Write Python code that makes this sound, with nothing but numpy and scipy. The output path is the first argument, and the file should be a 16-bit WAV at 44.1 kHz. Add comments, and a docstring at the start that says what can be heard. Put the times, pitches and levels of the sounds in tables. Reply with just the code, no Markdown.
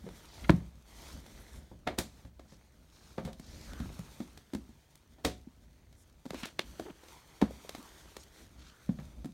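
"""Paperbacks in a small room

Someone walks about with a hand-held phone and handles paperbacks on the floor. Steps and bumps thud,
covers slap and tick, a fingertip squeaks by stick-slip. Close to the microphone, clothes rustle and the
hand rubs the case. The room answers briefly and booms in its low modes, over a faint hiss."""
import sys
import numpy as np
from scipy import signal
from scipy.fft import rfft, irfft, next_fast_len
from scipy.io import wavfile
from scipy.ndimage import uniform_filter1d, map_coordinates

SR = 44100
rng = np.random.default_rng(int(sys.argv[2]) if len(sys.argv) > 2 else 0)


def inscribe(sig):
    """Save sig as 16-bit PCM at rate SR to the path in sys.argv[1].

    A 1-D sig is mono; a 2-D sig holds one channel per row.
    Samples are clipped to [-1, 1] before scaling.
    """
    pcm = np.round(np.clip(np.atleast_2d(sig).T, -1, 1) * 32767)
    wavfile.write(sys.argv[1], SR, pcm.astype(np.int16))


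N = 411453

# noise spectra (frequency [Hz], relative density [dB])
HISS_SPECTRUM = [(30, -1), (60, 4.5), (150, 7), (500, -36), (2000, -51), (8000, -42), (16000, -21)]
RUMBLE_SPECTRUM = [(13, -52), (22, -7), (42, -1.5), (60, 5.5), (119, -10), (150, -6.5), (193, -11.5),
                   (225, -7.5), (284, -14.5), (443, -26), (600, -20.5), (780, -29), (1320, -120)]
RUB_SPECTRUM = [(180, -57), (300, 2), (571, -2), (800, -2.5), (928, -1), (1030, -5), (2010, -7.5),
                (2810, -11.5), (3200, -9.5), (4160, -34), (7040, -120)]
CLOTH_SPECTRUM = [(1180, -46), (2000, -1.5), (2510, -3), (2740, -8), (3340, 0.5), (4450, 1.5), (4940, -2),
                  (6140, 1), (7840, -4.5), (9250, -2.5), (10300, -10), (11400, -6), (15100, -10.5),
                  (16000, -17)]
# grip rumble; arm and clothes motion (time [s], relative level [dB])
RUMBLE_ENVELOPE = [(0, -54.5), (.3, -59.5), (.48, -49), (.63, -49), (.7, -59.5), (1.08, -55), (1.58, -53.5),
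                   (1.7, -58.5), (2.2, -60.5), (2.86, -62.5), (3.4, -56.5), (3.56, -50), (3.9, -49.5),
                   (4.1, -59), (4.75, -60.5), (4.95, -65), (5.6, -60), (6.5, -63), (6.7, -52), (6.85, -64),
                   (8.3, -62), (8.5, -57), (8.8, -64), (9.17, -50), (9.33, -59)]
MOTION_ENVELOPE = [(0, -69.5), (.16, -62.5), (.3, -64.5), (.43, -59), (.63, -68), (.68, -72.5), (.84, -73),
                   (.89, -65), (1.08, -57), (1.23, -66), (1.31, -63.5), (1.58, -64), (1.66, -72.5),
                   (1.84, -76), (2.2, -68), (2.34, -79), (2.5, -73), (2.86, -74.5), (3.05, -66),
                   (3.37, -73), (3.56, -61), (4.17, -63), (4.45, -71), (5.1, -75), (6.23, -75.5),
                   (6.41, -56.5), (6.55, -73), (6.7, -63.5), (6.83, -61.5), (6.94, -68.5), (7.11, -61.5),
                   (7.25, -66.5), (7.62, -62), (8.1, -62.5), (8.3, -69), (8.39, -61.5), (8.5, -71),
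                   (9.05, -68), (9.33, -75)]
# phone case resonances (frequency [Hz], width [Hz], gain [ratio])
CASE_MODES = [(3620, 350, 0.11), (5950, 18, 0.45), (6630, 37, 0.21), (7000, 98, 0.13), (9760, 60, 0.17)]
# steps and books landing, levels relative (time [s], thud [dB], thud pitch [Hz], boom [dB], crack [dB],
# brightness [dB/octave], clack [dB], room [dB])
IMPACTS = [(0.039, -39.5, 183, -65, -71, -8, 0, 1.5), (0.066, -39, 440, -63, -68, -7, 9, 0.5),
           (.495, -10, 170, -24.5, -32, -7, 9, -13), (.5, -13.5, 307, -55, -45, -4, -2, -8),
           (.536, -20.5, 181, -27.5, -70, -6, -1, -6.5), (1.714, -46, 248, -46.5, -68.5, -23, -5.5, -2.5),
           (1.868, -41, 233, -40, -51, -8, -10, 4), (1.873, -22, 654, -69, -39, -5, 6.5, -4),
           (1.986, -30, 214, -37, -40, 2.6, -0.5, -3.5), (2.25, -46.5, 249, -45.5, -65.5, -3, -1, -5.5),
           (2.395, -49, 318, -68, -59.5, -3.5, -2.5, -5.5), (2.521, -48, 194, -71.5, -67.5, -2.5, 0, -0.5),
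           (3.18, -31, 192, -51, -46.5, -7.5, 0.5, -1), (3.25, -34, 189, -40, -55.5, 0, -0.5, 0.5),
           (3.397, -38, 210, -70, -61, 1.9, -5, -8.5), (3.734, -42, 235, -63, -57, -0.7, 1.5, -17),
           (3.801, -28, 218, -36, -55.5, -2, 0, -3), (3.858, -39, 200, -62, -63.5, -8, -4, -24),
           (3.901, -41, 224, -58, -63, -8, 0, -15), (3.992, -31, 164, -67, -56.5, 0.5, -7, -9.5),
           (4.203, -29, 254, -62, -55.5, -4, 0.5, -4), (4.535, -27, 290, -59, -54, -0.5, -1, -5.5),
           (4.549, -24.5, 244, -43, -51, -0.3, -2, -7.5), (4.691, -46.5, 262, -59, -74, 1, -7, -4.5),
           (5.249, -25.5, 274, -33, -36.5, 0, 2.5, -2.5), (5.254, -24.5, 500, -58, -56.5, -4, -2, -2),
           (5.472, -38.5, 243, -68, -75, -6, -7.5, -16), (6.255, -38.5, 303, -72, -57, -2.5, -4.5, -10.5),
           (6.262, -34, 253, -58, -58, -2.5, -4, -9), (6.306, -34.5, 203, -53, -48, -1.8, 1, -13.5),
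           (6.334, -35.5, 375, -70, -61, -8, 3, -22), (6.344, -31.5, 292, -65, -49.5, -3, -3, -9),
           (6.433, -32.5, 244, -78, -53.5, -0.5, 3, -15.5), (6.593, -32, 354, -68, -40, -1.6, 11, -15),
           (6.797, -25.5, 353, -50, -45.5, -4, -6, -10.5), (7.424, -13, 233, -35, -40, -11.5, 0, -10),
           (7.509, -35.5, 534, -65, -68, 1.5, -10, -16), (7.649, -42, 530, -75, -82, -3.5, -11, -10),
           (7.693, -42, 520, -67, -52, 1.6, 2.5, -11.5), (7.749, -55, 490, -74, -51.5, -2.2, 2, -7),
           (7.781, -43.5, 266, -62, -73, 5, -4, 3), (8.892, -18, 199, -45, -55.5, -7.5, 0, -6.5),
           (8.987, -37, 159, -73, -62, -6, 6, -0.5), (9.245, -32.5, 198, -66, -57.5, -1.5, -3.5, -3.5),
           (9.256, -29.5, 255, -63, -64, 1.5, -4.5, -8)]
# covers and page edges, no thud (time [s], crack [dB], brightness [dB/octave], clack [dB], room [dB])
COVER_TICKS = [(0.089, -59.5, -3.5, 2, -10), (0.504, -42, -2.5, 0.5, -13), (1.263, -62, -0.5, 0, -6.5),
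               (1.982, -48.5, -4.5, 1, 2), (3.275, -54.5, -6, -3, 2.5), (3.33, -67, 2, 5, -7.5),
               (4.375, -61, 1, 1.5, -8), (4.955, -70, 4.5, -3, -12.5), (5.184, -68, -4.5, -5, 3.5),
               (5.246, -46.5, -4, -12.5, -4), (5.927, -76, 2.5, 3, -6.5), (6.455, -51, 1.3, 1.5, -5.5),
               (7.034, -64.5, -3.5, -2, -10), (7.084, -65.5, 0.5, 3, -5), (7.415, -41, -3.5, 2, -4),
               (8.167, -52, 0, -1, -10.5)]
# modes of floor and room; of boards and covers (frequency [Hz], t60 [s], relative level [dB])
BOOM_MODES = [(63.8, 0.45, -3), (76.6, 0.13, 4), (107.6, 0.33, -5), (171, .28, -6)]
BOARD_MODES = [(350,.12,-10), (533,0.19,-3), (647,0.34,-9.5), (730,0.33,-7), (1770,0.084,-14.5),
               (2160,0.15,-7.5)]
# room tail decay (frequency [Hz], t60 [s])
ROOM_DECAY = [(100, 0.46), (300, 0.28), (1000, 0.24), (3000, 0.26), (7000, 0.3), (14000, 0.23)]
# colour of a plain crack; of the microphone port (frequency [Hz], gain [dB])
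CRACK_SPECTRUM = [(60, 28.5), (330, 43.5), (715, 45), (1480, 36), (3440, 37), (5200, 34.5), (8500, 30),
                  (16000, 28.5)]
PORT_RESPONSE = [(330,6), (450,1.5), (750,-0.5), (1050,0), (1800,2), (2300,0), (2850,-3.5), (3700,2),
                 (5200,-1.5), (7000,-0.5), (9900,-1.5), (10500,-6.5), (11600,-3.5), (15000,-9)]
# sleeve, finger and cover strokes (midpoint [s], nominal length [s], centre [Hz], sigma [octaves],
# level [dB])
STROKES = [(0.348,0.13,4400,0.41,-61), (0.45,0.019,1880,0.65,-51), (1.098,0.19,4740,0.4,-63.5),
           (1.418,0.035,10500,.3,-67), (1.558,.09,8500,.35,-68.5), (2.521,0.081,5200,0.48,-69.5),
           (3.042,0.26,4960,0.37,-70.5), (3.562,0.29,4850,0.44,-62.5), (8.217,0.049,6000,0.42,-63),
           (3.762,0.19,1330,0.37,-60), (6.005,0.065,7660,0.52,-69), (6.419,0.16,2410,0.94,-55),
           (6.443,.02,1860,0.81,-40), (6.615,.025,2940,.9,-55.5), (7.149,.07,930,0.14,-60),
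           (7.842,.1,885,0.54,-60), (8.658,0.14,3590,0.76,-63.5), (8.721,0.32,1390,0.32,-69)]
# fingertip stick-slip (time [s], slip rate [Hz], level [dB])
FINGER_SLIPS = [(6.84, 390, -68), (6.862, 325, -45.5), (6.876, 400, -47.5), (6.884, 410, -50),
                (6.895, 365, -46), (6.908, 195, -50), (6.92, 120, -53)]

TOP_HZ = 16000


def amp(db):
    """Decibels to gain."""
    return 10 ** (np.asarray(db) / 20)


def unit(x):
    """Scale to rms 1."""
    return x / np.sqrt(np.mean(x ** 2) + 1e-20)


def along(points, hz):
    """Read (frequency, value) points on a log axis."""
    knots_hz, values = np.transpose(points)
    return np.interp(np.log(hz + 1), np.log(knots_hz + 1), values)


def curves(rows):
    """One per-sample curve for each column after time."""
    times_s, *columns = np.transpose(rows)
    return [np.interp(np.arange(N) / SR, times_s, column) for column in columns]


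def wobble(rate_hz):
    """Smooth random curve, rate_hz knots a second."""
    knots = rng.standard_normal(int(N * rate_hz / SR) + 4)
    return map_coordinates(knots, [np.arange(N) * rate_hz / SR])


def filtered(x, response):
    """Apply a frequency response."""
    size = next_fast_len(len(x) + 8192)
    return irfft(rfft(x, size) * response(np.fft.rfftfreq(size, 1 / SR)), size)[:len(x)]


def minimum_phase(points, size=2048):
    """Causal impulse response of (frequency [Hz], gain [dB]) points."""
    cepstrum = irfft(np.log(amp(along(points, np.fft.rfftfreq(size, 1 / SR)))))
    cepstrum[1:size // 2] *= 2
    cepstrum[size // 2 + 1:] = 0
    return irfft(np.exp(rfft(cepstrum)))


def add(track, time_s, sound):
    """Mix a sound into the track."""
    start = max(round(time_s * SR), 0)
    track[start:start + len(sound)] += sound[:N - start]


def hiss():
    """Steady room background: low noise under a faint hiss."""
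    return amp(-72) * unit(filtered(rng.standard_normal(N), lambda hz: amp(along(HISS_SPECTRUM, hz))))


def friction(spectrum, grain_db, grain_hz):
    """Fibres catch and let go: clumped noise, rms 1."""
    catches = rng.standard_normal(N) * amp(grain_db * wobble(grain_hz))
    return unit(filtered(catches, lambda hz: amp(along(spectrum, hz))))


def grip_rumble():
    """The grip on the phone rumbles unevenly."""
    level_db, = curves(RUMBLE_ENVELOPE)
    return amp(level_db + 1.5) * friction(RUMBLE_SPECTRUM, grain_db=2.5, grain_hz=16)


def hand_rub(motion_db):
    """The hand rubs the case, louder as the arm moves."""
    level_db = -66.5 + 0.94 * (motion_db - motion_db.mean())
    return amp(level_db + 0.3 * wobble(25)) * friction(RUB_SPECTRUM, grain_db=2.5, grain_hz=440)


def cloth_rustle(motion_db, snags_per_s=22, spread_db=22, snag_decay_s=0.0027):
    """Sleeves swish with the motion; single fibres snag and snap free."""
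    swish = friction(CLOTH_SPECTRUM, grain_db=0, grain_hz=800)
    snaps = (rng.random(N) < snags_per_s / SR) * amp(spread_db * rng.random(N))
    decay = np.exp(-np.arange(SR // 100) / SR / snag_decay_s)
    scratch = friction(CLOTH_SPECTRUM, grain_db=0.5, grain_hz=620)
    snags = unit(signal.fftconvolve(snaps, decay)[:N] * scratch)
    return amp(motion_db + 1.2 * wobble(35)) * (swish + amp(-10) * snags)


def phone_case(x, echo_gain=0.23):
    """A shifting reflection off the moving hand and the case resonances colour the rubbing."""
    delay_s = 0.000716 * np.exp(0.353 * wobble(5))
    echo = np.interp(np.arange(N) - delay_s * SR, np.arange(N), x)
    combed = (x + echo_gain * echo) / np.hypot(1, echo_gain)
    return filtered(combed, lambda hz: 1 + sum(
        gain * 1j * hz * width_hz / (mode_hz ** 2 - hz ** 2 + 1j * hz * width_hz)
        for mode_hz, width_hz, gain in CASE_MODES))


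def room(x, early_t60_s, late_db, gap_s):
    """Quick reflections off near walls, then a weaker tail; drawn afresh per call."""
    t = np.arange(SR // 2) / SR
    hz, frames_s, noise = signal.stft(rng.standard_normal(len(t)), SR, nperseg=256)
    early = amp(-60 * frames_s / early_t60_s)
    late = amp(late_db - 60 * frames_s / along(ROOM_DECAY, hz)[:, None])
    response = signal.istft(noise * (early + late), SR, nperseg=256)[1][:len(t)]
    response *= 1 - np.exp(-(t / gap_s) ** 4)
    return signal.fftconvolve(x, response / np.linalg.norm(response))


def thud(level_db, pitch_hz, boom_db, room_db, swell_cycles=1.084, boom_rise_s=0.0033):
    """A soft, heavy contact swings the boards for a few cycles and sets the room booming."""
    t = np.arange(SR // 2) / SR
    swell = t[:SR // 8] * pitch_hz / swell_cycles
    envelope = (swell * np.exp(1 - swell)) ** 2.36
    sag = 1 + 0.25 * (np.exp(-swell) - 0.4)  # pitch sinks as the contact spreads
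    push = amp(level_db - 0.5) * envelope * np.sin(2 * np.pi * np.cumsum(pitch_hz * sag) / SR)
    out = amp(room_db) * room(push, early_t60_s=0.048, late_db=-14, gap_s=0.008)
    add(out, 0, push)
    boom = sum(amp(mode_db + rng.normal(0, 0.99) - 60 * t / t60_s) * np.sin(2 * np.pi * hz * t)
               for hz, t60_s, mode_db in BOOM_MODES)
    add(out, 0, amp(boom_db) * boom * (1 - np.exp(-t / boom_rise_s)))
    return out


def thuds(lead_s=0.0014):
    """The weight of each step or book, just ahead of its crack."""
    out = np.zeros(N)
    for time_s, level_db, pitch_hz, boom_db, *_, room_db in IMPACTS:
        add(out, time_s - lead_s, thud(level_db, pitch_hz, boom_db, room_db))
    return out


def volley(contact_s, lead_s, scuff_db):
    """An edge grazes for lead_s, then lands in tiny pitchless impacts; energy 1."""
    t = np.arange(SR // 20) / SR - lead_s
    swell = np.maximum(t, 0) / contact_s
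    envelope = swell * np.exp(1 - swell) + amp(scuff_db) * np.exp(-np.abs(t) / (2.2 * contact_s))
    spectrum = rfft(rng.standard_normal(len(t)) * envelope)
    smooth_power = np.abs(uniform_filter1d(np.abs(spectrum) ** 2, size=33))
    whitened = irfft(spectrum / np.sqrt(smooth_power))
    return whitened / np.linalg.norm(whitened)


def crack_colour(level_db, tilt_db_per_oct, clack_db, pivot_hz=1440, clack_hz=3100, sigma_oct=0.65):
    """Hard surfaces tilt the crack to the treble; stiff covers clack in a band that rises with tilt."""
    hz = np.geomspace(50, TOP_HZ, 60)
    tilt_db = tilt_db_per_oct * np.log2(np.clip(hz, 940, 8500) / pivot_hz)
    offset_oct = np.log2(hz / clack_hz) - 0.095 * tilt_db_per_oct
    clack_band = np.exp(-0.5 * (offset_oct / sigma_oct) ** 2)
    gain_db = level_db + along(CRACK_SPECTRUM, hz) + tilt_db + clack_db * clack_band
    return minimum_phase(np.transpose([hz, gain_db]))


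def cracks(lead_s=0.008):
    """Steps, covers and page edges land as short volleys, ring the boards and pass the microphone port."""
    out = np.zeros(N)
    t = np.arange(SR // 5) / SR
    ring = sum(amp(db - 60 * t / t60_s) * np.cos(2 * np.pi * hz * t) * 2 * np.log(1000) / (t60_s * SR)
               for hz, t60_s, db in BOARD_MODES)
    hits = [(row[0], *row[4:]) for row in IMPACTS] + COVER_TICKS
    for time_s, level_db, tilt_db_per_oct, clack_db, room_db in hits:
        colour = crack_colour(level_db, tilt_db_per_oct, clack_db)
        # blows out in the room last longer and ring more than close ones
        contact_s = 0.0024 * amp(0.5 * room_db)
        ring_db = 11.5 + 0.99 * room_db
        blow = signal.fftconvolve(volley(contact_s, lead_s, scuff_db=-20), colour)
        start_s = time_s - lead_s - 0.0005
        add(out, start_s, blow)
        add(out, start_s, amp(ring_db) * signal.fftconvolve(blow, ring))
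        # walls gather sound from all directions: even colour
        reflections = room(colour, early_t60_s=0.087, late_db=-5.5, gap_s=0.0069)
        add(out, time_s + contact_s, amp(room_db - 1.5) * reflections)
    return signal.fftconvolve(out, minimum_phase(PORT_RESPONSE))[:N]


def brush_strokes(catch_db=2, catch_hz=140):
    """Strokes swell and fade in a band set by surface and speed, catching unevenly."""
    out = np.zeros(N)
    for middle_s, length_s, centre_hz, sigma_oct, level_db in STROKES:
        envelope = signal.windows.tukey(round(1.5 * length_s * SR), 0.7)
        band = lambda hz: np.exp(-0.5 * (np.log2((hz + 1) / centre_hz) / sigma_oct) ** 2)
        noise = unit(filtered(rng.standard_normal(len(envelope)), band))
        add(out, middle_s - len(envelope) / SR / 2, amp(level_db) * envelope * noise)
    return out * amp(catch_db * wobble(catch_hz))


def finger_squeak():
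    """Skin slips over a glossy surface in uneven jerks, each with a little scrape."""
    slip_hz, level_db = curves(FINGER_SLIPS)
    t = np.arange(N) / SR
    jitter = 1 + 0.14 * wobble(350)
    phase = 2 * np.pi * np.cumsum(slip_hz * jitter) / SR
    slips = sum(amp(-9 * k) * np.sin((k + 1) * phase) for k in range(5))
    scrape = amp(-13) * (1 + np.cos(phase)) * friction(RUB_SPECTRUM, grain_db=1, grain_hz=300)
    touching = (t > FINGER_SLIPS[0][0]) & (t < FINGER_SLIPS[-1][0])
    return (slips + scrape) * amp(level_db + 2.3 * wobble(150)) * touching


def scene():
    """All sources at one microphone; one motion drives rub and rustle."""
    motion_db, = curves(MOTION_ENVELOPE)
    contacts = thuds() + cracks() + finger_squeak()
    rumble = grip_rumble()
    rubbing = phone_case(hand_rub(motion_db) + cloth_rustle(motion_db) + brush_strokes())
    return (contacts + rumble + rubbing + hiss())[None]


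def record(dry):
    """The phone cuts the deepest bass and everything above TOP_HZ."""
    bass_cut = signal.butter(2, 30, "high", fs=SR, output="sos")
    return np.array([filtered(signal.sosfilt(bass_cut, x), lambda hz: hz < TOP_HZ) for x in dry])


dry = scene()
out = record(dry)
inscribe(out)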